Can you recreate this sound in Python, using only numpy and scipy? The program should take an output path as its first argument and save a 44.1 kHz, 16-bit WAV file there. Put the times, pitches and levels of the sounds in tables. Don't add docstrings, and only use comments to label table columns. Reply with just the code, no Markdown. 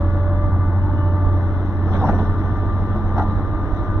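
import sys
import numpy as np
from scipy import signal
from scipy.fft import rfft, irfft
from scipy.io import wavfile
from scipy.ndimage import uniform_filter1d

SR = 44100
rng = np.random.default_rng(int(sys.argv[2]) if len(sys.argv) > 2 else 0)


def file_out(sig):
    cols = np.atleast_2d(sig).T
    lim = np.clip(cols, -1, 1)
    pcm = np.round(lim * 32767).astype(np.int16)
    wavfile.write(sys.argv[1], SR, pcm)


N = 176400
T = np.arange(N) / SR
HZ = np.fft.rfftfreq(N, 1 / SR)

# f/Hz, coherence/0-1
AIR_COHERENCE = [(100, .85), (180, .85), (320, .94), (550, .98), (900, .99), (1600, .96), (2600, .55),
                 (6000, .4), (12000, .2)]
# f/Hz, relative density/dB
SPRAY_SPECTRUM = [(60, -50), (180, -48), (400, -58), (800, -59), (1400, -66.5), (2500, -74.5), (4000, -77),
                  (6000, -77), (8000, -86.5), (14000, -93)]


def amp(db):
    return 10 ** (np.asarray(db) / 20)


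def unit(x):
    return x / np.sqrt(np.mean(x ** 2) + 1e-20)


def curve(points, column=1):
    table = np.array(points)
    return np.interp(T, table[:, 0], table[:, column])


def colour(points, hz, column=1):
    table = np.array(points)
    return np.interp(np.log(hz + 1), np.log(table[:, 0] + 1), table[:, column])


def wander(rate_hz):
    return unit(irfft(rfft(rng.standard_normal(N)) * (HZ > 0) / (1 + (HZ / rate_hz) ** 2), N))


def noise(spectrum, coherence, patchy_db):
    cells = signal.stft(rng.standard_normal((2, N)), nperseg=512)[2]
    patches = uniform_filter1d(rng.standard_normal(cells.shape[1:]), size=6, axis=0)
    patches = unit(uniform_filter1d(patches, size=8, axis=1))
    left, other = rfft(signal.istft(cells * amp(patchy_db * patches), nperseg=512)[1][:, :N])
    alike = colour(coherence, HZ)
    right = alike * left + np.sqrt(1 - alike ** 2) * other
    return irfft(np.array([left, right]) * amp(colour(spectrum, HZ)), N) * np.sqrt(SR / 2)


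def partial(cycles, level_db, fade_db, fade_hz, rough, rough_hz):
    skirt = 1 + rough * (wander(rough_hz) + 1j * wander(rough_hz))
    tone = skirt * np.exp(2j * np.pi * (cycles + rng.random()))
    return np.sqrt(2) * tone.real * amp(level_db + fade_db * wander(fade_hz))


def burst(swell, resonances):
    body = sum(amp(db) / (1 + (2 * (HZ - centre) / width) ** 2) for centre, width, db in resonances)
    ring = irfft(rfft(rng.standard_normal(N)) * body, N) * swell
    return ring * np.linalg.norm(swell) / np.linalg.norm(ring)


def exhaust(firings):
    # t/s, level/dB
    drone_level = [(0, -18), (.4, -17.5), (1.3, -15.5), (1.5, -18.5), (2.2, -19), (2.6, -21), (3.05, -22),
                   (3.35, -21), (3.68, -27), (3.85, -29.5), (3.96, -19), (4, -19)]
    # multiple of the firing rate, level re drone/dB
    orders = [(1, 2), (2, -22.5), (3, -22), (4, -35)]
    drone = sum(partial(k * firings, curve(drone_level) + db,
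                        fade_db=0.87, fade_hz=8.5, rough=0.057, rough_hz=4.6) for k, db in orders)
    return drone + partial(firings / 2, level_db=-30.5, fade_db=4.5, fade_hz=1.1, rough=0.041, rough_hz=1.8)


def gear(firings):
    # t/s, level/dB
    whine_level = [(0, -47.5), (.35, -43.5), (.85, -64), (1.25, -46.5), (2, -63.5), (4, -55.5)]
    return partial(19 * firings, curve(whine_level), fade_db=1, fade_hz=3, rough=0.12, rough_hz=6)


def fan(blade_passes):
    # t/s, level at the blade rate/dB, level at twice that rate/dB
    hum_levels = [(0, -36.5, -33.5), (.35, -28, -36), (.8, -24, -35), (1.5, -40.5, -44), (2.1, -29, -26),
                  (2.55, -26, -37.5), (3.0, -31.5, -30.5), (3.4, -34, -32), (4, -32, -58.5)]
    # multiple of the blade rate, level/dB
    overtones = [(3, -43), (4, -47)]
    hum = sum(partial(k * blade_passes, curve(hum_levels, column=k),
                      fade_db=0.96, fade_hz=1.1, rough=0.066 * k, rough_hz=2.4) for k in (1, 2))
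    return hum + sum(partial(k * blade_passes, db, fade_db=2.5, fade_hz=0.28, rough=0.37, rough_hz=11)
                     for k, db in overtones)


def pump(strokes):
    # t/s, level of the second/dB, of the fourth/dB, of the sixth/dB
    whine_levels = [(0, -31.5, -36.5, -49.5), (.28, -32, -41, -53.5), (.48, -33, -35, -53),
                    (.75, -41.5, -37.5, -49.5), (.9, -36.5, -46.5, -50), (1.1, -34, -35.5, -44.5),
                    (1.3, -37.5, -36, -50.5), (1.6, -43, -45, -56), (1.95, -42.5, -40.5, -40),
                    (2.5, -47, -34, -45.5), (2.9, -45, -36, -48.5), (3.3, -46.5, -35.5, -50.5),
                    (3.7, -40, -38, -57), (4, -45, -32, -58)]
    # multiple of the piston rate, level with the bucket in air/dB, in water/dB
    weak_partials = [(1, -42.5, -39), (5, -47, -52.5), (7, -51, -59.5), (8, -55.5, -82), (12, -61.5, -62.5)]
    unloading_s = (0.67, 2.5)
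    whine = sum(partial(2 * k * strokes, curve(whine_levels, column=k),
                        fade_db=0.58, fade_hz=10, rough=0.19, rough_hz=6) for k in (1, 2, 3))
    return whine + sum(partial(k * strokes, np.interp(T, unloading_s, [air_db, water_db]),
                               fade_db=2.5, fade_hz=3.7, rough=0.12, rough_hz=5.9)
                       for k, air_db, water_db in weak_partials)


def hiss():
    # f/Hz, relative density/dB
    spectrum = [(1000, -95), (2500, -83), (4000, -84), (6000, -88.5), (14000, -94)]
    # t/s, gain/dB
    swell = [(0, 2.5), (.6, -0.5), (1.5, 2.5), (2.5, 2), (4, 1.5)]
    return noise(spectrum, AIR_COHERENCE, patchy_db=0.8) * amp(curve(swell))


def roar(firings, throb_depth=0.24):
    # f/Hz, relative density/dB
    spectrum = [(60, -52.5), (130, -51), (240, -57), (320, -51.5), (400, -63.5), (480, -65), (850, -63),
                (1100, -64), (1500, -70), (2000, -73), (2800, -88.5), (5000, -110)]
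    # t/s, gain/dB
    swell = [(0, 0.5), (.5, 0), (1.6, 0.5), (2.5, 0.5), (3.3, 1.5), (4, 1)]
    throb = 1 + throb_depth * np.cos(2 * np.pi * firings)
    return noise(spectrum, AIR_COHERENCE, patchy_db=0.78) * throb * amp(curve(swell))


def wind(gust_db=1, sides_db=(1.5, 3.5)):
    # f/Hz, relative density/dB
    spectrum = [(5, -68), (12, -47), (22, -40.5), (40, -42), (70, -46), (110, -51), (250, -70), (800, -120)]
    rumble = noise(spectrum, coherence=[(30, 0.5)], patchy_db=0)
    return rumble * amp(gust_db * wander(rate_hz=15)) * amp(sides_db)[:, None]


def whistles(strokes):
    # peak t/s, half length/s, multiple of the piston rate, level/dB
    swells = [(0.837, .08, 10, -56.5), (1.045, 0.41, 3, -40), (1.028, 0.091, 10, -47),
              (1.531, 0.12, 10.7, -58), (2.249, 0.36, 5, -48.5), (3.925, .15, 5, -46.5)]
    return sum(partial(k * strokes, db, fade_db=1, fade_hz=5, rough=0.35, rough_hz=13)
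               * np.exp(-((T - at) / half) ** 2) for at, half, k, db in swells)


def buffets(width_s=0.0064, sides_db=(-5.5, 3)):
    # t/s, relative level/dB
    hits = [(1.273, -7.5), (2.135, -12), (2.809, -11), (3.367, -10), (3.735, -10.5), (3.96, -9.5)]
    thumps = np.zeros(N)
    for at, db in hits:
        offset = (T - at) / width_s
        thumps += amp(db) * (1 - 2 * offset ** 2) * np.exp(-offset ** 2)
    return thumps * amp(sides_db)[:, None]


def bubbles(per_s=1000, low_hz=350, high_hz=1700, sizes=24, decay_cycles=7, glide=0.13, spread_db=0.5):
    out = np.zeros(N)
    for hz in np.geomspace(low_hz, high_hz, sizes):
        age = T[:SR // 10] * hz / decay_cycles
        ring = np.exp(-age) * np.sin(2 * np.pi * decay_cycles * age * (1 + glide * age))
        births = rng.random(N) < per_s / sizes / SR
        strength = amp(spread_db * np.minimum(rng.exponential(1, N), 3))
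        out += signal.oaconvolve(births * strength, ring)[:N]
    return unit(out)


def churn():
    # t/s, gain/dB
    surge = [(1.8, -24.5), (1.885, -7.5), (1.925, -1), (2.0, -1.5), (2.04, 0), (2.08, 3), (2.125, 0.5),
             (2.15, -5), (2.2, -3.5), (2.25, -9.5), (2.7, -13), (3.1, -11), (3.22, -11.5), (3.35, -11),
             (3.55, -20.5), (3.78, -8.5), (4, -20.5)]
    spray = noise(SPRAY_SPECTRUM, AIR_COHERENCE, patchy_db=4.5)
    return amp(curve(surge)) * (spray + amp(-39.5) * bubbles())


def slaps(push_hz=205, push_width_hz=120):
    # peak t/s, ring/dB, rise/s, decay/s, air pocket f/Hz, spray gain/dB, push/dB
    splashes = [(2.095, -13.5, .009, 0.0056, 803, 6, -17), (2.195, -28, 0.0096, 0.03, 726, 2, -35.5),
                (3.169, -21.5, 0.0037, 0.0037, 825, -6.5, -37), (3.182, -16, 0.0034, 0.0096, 844, 8.5, -41),
                (3.196, -16.5, 0.0028, 0.016, 797, -1.5, -25.5),
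                (3.222, -22, 0.0054, 0.014, 773, -2, -32.5)]
    # ratio to its pitch, width/Hz, relative level/dB
    pocket = [(.68, 91, -11.5), (0.883, 89.4, -2.5), (1.018, 107.4, 6.5), (1.7, 293, -7), (2.4, 198, -16)]
    out = np.zeros((2, N))
    spray = noise(SPRAY_SPECTRUM, AIR_COHERENCE, patchy_db=2)
    for at, ring_db, rise, decay, pitch, spray_db, push_db in splashes:
        swell = np.exp(-np.maximum((at - T) / rise, (T - at) / decay))
        out += amp(ring_db) * burst(swell, [(ratio * pitch, width, db) for ratio, width, db in pocket])
        out += amp(push_db) * burst(swell, [(push_hz, push_width_hz, 0)])
        out += amp(spray_db) * swell * spray
    return out


def scene():
    # t/s, firing rate/Hz
    firing_rate = [(0, 89.3), (.14, 89.45), (.34, 90.95), (.8, 91.05), (1.2, 91.25), (1.6, 90.9),
                   (2.3, 91.7), (3.1, 91.9), (3.65, 93.0), (4, 92.4)]
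    firings = np.cumsum(curve(firing_rate)) / SR
    blade_passes, strokes = 1.143 * firings, 3.228 * firings
    tones = exhaust(firings) + gear(firings) + fan(blade_passes) + pump(strokes) + whistles(strokes)
    return tones + hiss() + roar(firings) + churn() + slaps() + wind() + buffets()


def record(dry, fade_s=0.008, cutoff_hz=15700):
    # f/Hz, left gain/dB, right gain/dB
    response = [(101, -3.5, -2.5), (400, -1, -1), (910, -1, -2), (1340, -0.5, -4.5), (2022, -4, -16.5),
                (2470, -14, -11.5), (3780, -18.5, -5), (4244, -20, -12), (4600, -31.5, -38),
                (4640, -26, -25), (5870, -21, -12), (6640, -35, -37.5), (7850, -35.5, -35),
                (8650, -31.5, -25), (15000, -15.5, -22)]
    # f/Hz, lead of the left/rad
    left_lead = [(100, 0), (900, -.08), (1250, -.15), (1550, -.3), (1810, -.9), (2240, -2.7), (2800, -3.7),
                 (6000, -4.6)]
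    hz = np.fft.rfftfreq(2 * N, 1 / SR)
    gains = amp([colour(response, hz, column=1), colour(response, hz, column=2)])
    phases = np.exp(0.5j * np.outer([1, -1], colour(left_lead, hz)))
    mirrored = np.hstack([dry, dry[:, ::-1]])
    heard = irfft(rfft(mirrored) * gains * phases)[:, :N]
    fades = np.sin(np.pi / 2 * np.minimum(np.minimum(T, T[::-1]) / fade_s, 1)) ** 2
    lowpass = signal.firwin(511, cutoff_hz, window=("kaiser", 9), fs=SR)
    return signal.oaconvolve(heard * fades, lowpass[None], "same")


dry = scene()
out = record(dry)
file_out(out)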